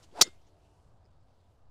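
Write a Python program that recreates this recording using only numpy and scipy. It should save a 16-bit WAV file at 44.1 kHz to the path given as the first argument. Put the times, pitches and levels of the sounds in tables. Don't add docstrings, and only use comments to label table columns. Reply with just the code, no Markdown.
import sys
import numpy as np
from scipy import signal
from scipy.io import wavfile

SR = 44100
rng = np.random.default_rng(int(sys.argv[2]) if len(sys.argv) > 2 else 0)


def wrap_up_sound(samples):
    columns = np.atleast_2d(samples).T
    tamed = np.clip(columns, -1, 1)
    steps = np.round(tamed * 32767).astype(np.int16)
    wavfile.write(sys.argv[1], SR, steps)


def invert_db(x):
    u = np.asarray(x, float) / 20
    return 10 ** u


N = 74970
CUTOFF_HZ = 16900


def rms_one(x):
    return x / np.sqrt(np.mean(x ** 2) + 1e-20)


def in_time(rows):
    s, *columns = np.transpose(rows)
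    return [np.interp(np.arange(N) / SR, s, c) for c in columns]


def drift(rate_hz):
    r = np.exp(-2 * np.pi * rate_hz / SR)
    wander = signal.lfilter([1], [1, -2 * r, r * r], rng.standard_normal(N + SR))
    return rms_one(wander[SR:])


def band(x, low_hz, high_hz):
    edges_hz = np.clip([low_hz, high_hz], 10, 19000)
    return signal.sosfilt(signal.butter(2, edges_hz, "band", fs=SR, output="sos"), x)


def dying(start_s, db, t60):
    age = np.arange(N) / SR - start_s
    return (age >= 0) * invert_db(db - 60 * np.maximum(age, 0) / t60)


def struck(modes, strength_db, spread_db):
    at = (np.array(START_S) * SR).astype(int)
    luck = rng.standard_normal((len(at), len(modes)))
    out = 0
    for k, (hz, db, t60) in enumerate(modes):
        clicks = np.full(N, 1e-18)
        clicks[at] = invert_db(strength_db + db + spread_db * luck[:, k]) * (-1) ** k
        r = invert_db(-60 / (t60 * SR))
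        w = 2 * np.pi * hz / SR
        out = out + signal.lfilter([0, np.sin(w)], [1, -2 * r * np.cos(w), r * r], clicks)
    return out


def coloured(spectrum, patchy_db):
    hz, db = np.transpose(spectrum)
    white = rng.standard_normal((2, N + SR // 2))
    edges = 20 * 2 ** np.arange(0, 9.8, 1 / 3)
    together = drift(1.5)
    out = 0
    for k, (low, high) in enumerate(zip(edges, edges[1:])):
        level_db = np.interp(np.log(low * high) / 2, np.log(hz), db)
        if level_db > -55:
            flicker_db = patchy_db * (.6 * together + drift(9))
            out = out + invert_db(level_db + flicker_db) * band(white[k % 2], low, high)[-N:]
    return rms_one(out)


START_S = [.2106, .2121, .2131, .2152, .2208, .2217]
# face_db, knock_db, crack_db, shell_db
START_LEVELS = [(-21, -16, -28, -70), (-30, -16, -32, -70), (-6, -19, -12, -70), (-15, -14, -26, -70),
                (-9, -11, -24, -70), (-13, -30, -13, -24)]


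def strike():
    face_db, knock_db, crack_db, shell_db = np.transpose(START_LEVELS)
    rings = face_ring(face_db) + shell_ring(shell_db)
    blow = crack(crack_db) + turf_scatter() + ball_knock(knock_db)
    return rings + blow + echoes(blow)


# pitch_hz, level_db, t60_s
FACE = [(3960, -8, .04), (4170, -10, .03), (4520, -6, .032), (4985, -2, .035), (5390, -3, .035),
        (5790, -3, .022), (6120, -1, .02), (6400, -2, .022), (6990, -6, .016), (8200, -7, .012),
        (9800, -11, .02), (11500, -16, .01)]


def face_ring(face_db):
    return struck(FACE, face_db - 8, spread_db=1.5)


# pitch_hz, level_db, t60_s
SHELL = [(1976, -14, .085), (2116, -20, .21), (3268, -19, .12), (3634, -17, .16), (4511, -24, .1),
         (5426, -4, .051), (6358, -3, .059), (6864, -14, .066), (7031, -2, .061), (8210, -21, .08),
         (8791, -22, .076), (9324, -19, .068), (9916, -12, .043), (10280, -12, .039)]


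def shell_ring(shell_db):
    return struck(SHELL, shell_db, spread_db=.5)


def crack(crack_db):
    t60_s, low_hz, high_hz = 0.011, 3980, 15450
    bursts = sum(dying(start_s, db, t60_s) for start_s, db in zip(START_S, crack_db))
    return band(bursts * rng.standard_normal(N), low_hz, high_hz)


def turf_scatter():
    level_db, t60_s, low_hz, high_hz = 1.5, 0.041, 3400, 7752
    scatter = dying(START_S[2], level_db, t60_s) * rng.standard_normal(N)
    return band(band(scatter, low_hz, high_hz), low_hz, high_hz)


# pitch_hz, level_db, t60_s
KNOCK = [(125, -24, .03), (430, -6, .012), (800, -5, .008), (1250, -3, .008), (1700, -4, .005),
         (2400, -3, .005), (3300, -10, .004)]


def ball_knock(knock_db):
    return band(struck(KNOCK, knock_db, spread_db=1.0), 110, CUTOFF_HZ)


# delay_s, level_db, centre_hz, width_hz, smear_s
ECHOES = [
    (.053, -36, 4850, 700, .003),
    (.056, -31, 1200, 400, .005),
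    (.2, -64, 6000, 2500, .008),
    (.252, -56, 6100, 1100, .016),
    (.84, -43, 350, 300, .004),
]


def echoes(x):
    out = np.zeros(N)
    age = np.arange(SR // 10) / SR
    for delay_s, db, hz, width_hz, smear_s in ECHOES:
        facets = rng.standard_normal(len(age)) * np.exp(-age / smear_s)
        smeared = signal.fftconvolve(x, facets / np.linalg.norm(facets))[:N]
        back = band(smeared, hz - width_hz / 2, hz + width_hz / 2)
        lag = int(delay_s * SR)
        out[lag:] += invert_db(db) * back[:N - lag]
    return out


# time_s, level_db, pitch_hz
SWING = [(.1, -74, 330), (.14, -57, 460), (.17, -46, 860), (.186, -43, 780), (.2, -33, 760),
         (.206, -46, 760), (.245, -57, 520), (.278, -52, 350), (.325, -100, 320)]


def shaft_song():
    level_db, pitch_hz = in_time(SWING)
    turn = 2 * np.pi * np.cumsum(pitch_hz) / SR
    sing = 0
    for k, part_db in ((.5, -8), (1, 0.024), (2, -15)):  # (multiple of the pitch, dB)
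        spread_hz = 135 * k
        wavering = drift(spread_hz) * np.cos(k * turn) + drift(spread_hz) * np.sin(k * turn)
        sing = sing + invert_db(part_db) * wavering
    return invert_db(level_db) * sing


# time_s, level_db
RUSH = [(.11, -77), (.15, -67.5), (.18, -55), (.205, -51), (.24, -58), (.262, -53.5), (.285, -60),
        (.32, -73.5), (.4, -85)]
# pitch_hz, level_db (per Hz)
RUSH_COLOUR = [(760, -38), (1300, -2), (5310, -2), (5900, -11.5), (7350, -6), (12000, -24), (16000, -37.5)]


def head_rush():
    flutter_db = 1.5 * drift(89)
    return invert_db(in_time(RUSH)[0] + flutter_db) * coloured(RUSH_COLOUR, patchy_db=-1.5)


# time_s, level_db, half_length_s, centre_hz, width_ratio
RUSTLES = [(.038, -61, 0.0099, 4170, 1.7), (.005, -66.5, 0.033, 760, 1.7), (.005, -73, 0.043, 3550, 2.2),
           (0.471, -79.5, 0.016, 2310, 1.5), (0.664, -85.5, 0.097, 2780, 1.1),
           (.75, -84.5, 0.13, 6040, 1.6)]


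def rustles():
    t = np.arange(N) / SR
    grains = rng.standard_normal((len(RUSTLES), N)) * invert_db(1.1 * drift(240))
    out = 0
    for (s, db, half_s, hz, wide), grain in zip(RUSTLES, grains):
        swell = invert_db(db - 4.3 * ((t - s) / half_s) ** 2)
        out = out + swell * rms_one(band(grain, hz / wide, hz * wide))
    return out


# start_s, level_db, pitch_hz, t60_s
TICKS = [(1.045, -68, 5000, .009), (1.054, -65, 5000, .009), (1.0605, -64, 5000, .009),
         (1.054, -68, 1900, .005), (1.0605, -67, 2400, .005), (.115, -59, 3200, .005)]


def ticks():
    t = np.arange(N) / SR
    return sum(dying(s, db, t60) * np.sin(2 * np.pi * hz * (t - s)) for s, db, hz, t60 in TICKS)


# multiple (of its base pitch), level_db
ENGINE = [(4, -79), (5, -81), (6, -85), (8, -82), (9, -78), (10, -80), (12, -85), (13, -88)]
# time_s, level_db
ENGINE_NEAR = [(0, -8), (.4, -2), (.55, 0), (.75, 0), (.87, -9), (1.2, -16), (1.7, -18)]


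def far_machines():
    hum_hz, engine_hz = 86.1, 74.7
    turn = 2 * np.pi * np.cumsum(1 + .002 * drift(3)) / SR
    engine = 0
    for k, db in ENGINE:
        strength = invert_db(db + 2.5 + 2.5 * drift(10))
        engine = engine + strength * np.sin(k * engine_hz * turn + rng.uniform(0, 2 * np.pi))
    hum = invert_db(-75.5 + 1.5 * drift(2.7)) * np.sin(hum_hz * turn)
    return hum + invert_db(in_time(ENGINE_NEAR)[0]) * engine


# time_s, level_db
BREEZE = [(0.35, -74), (0.432, -78), (0.736, -84), (0.88, -87.5), (1.108, -90.5), (1.44, -84.5), (1.7, -93)]
# pitch_hz, level_db (per Hz)
LEAVES = [(880, -31.5), (1500, -19), (1620, 1), (1810, -11.5), (4080, -9.5), (13000, -23.5), (16000, -37)]


def leaves():
    return invert_db(in_time(BREEZE)[0] - 2.0) * coloured(LEAVES, patchy_db=2.4)


# pitch_hz, level_db (per Hz)
AIR = [(9, -27), (15, 2), (24, -11), (91, -5.5), (194, -21), (330, -26), (620, -21.5), (1000, -26.5),
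       (1600, -38), (2080, -67.5)]


def far_traffic():
    return invert_db(-64) * coloured(AIR, patchy_db=.9)


def scene():
    floor = far_traffic() + leaves()
    club = strike() + shaft_song() + head_rush()
    return (club + rustles() + ticks() + far_machines() + floor)[None]


def roll_off(x):
    return signal.sosfilt(signal.butter(12, 16630, fs=SR, output="sos"), x)


def record(dry):
    top = .85
    rounded = top * np.tanh(dry / top)
    kept = signal.sosfilt(signal.cheby2(10, 60, CUTOFF_HZ, fs=SR, output="sos"), rounded)
    sway = invert_db(-63.5) * drift(2.3)
    mix = kept - 0.00049 + sway
    return roll_off(mix)


dry = scene()
out = record(dry)
wrap_up_sound(out)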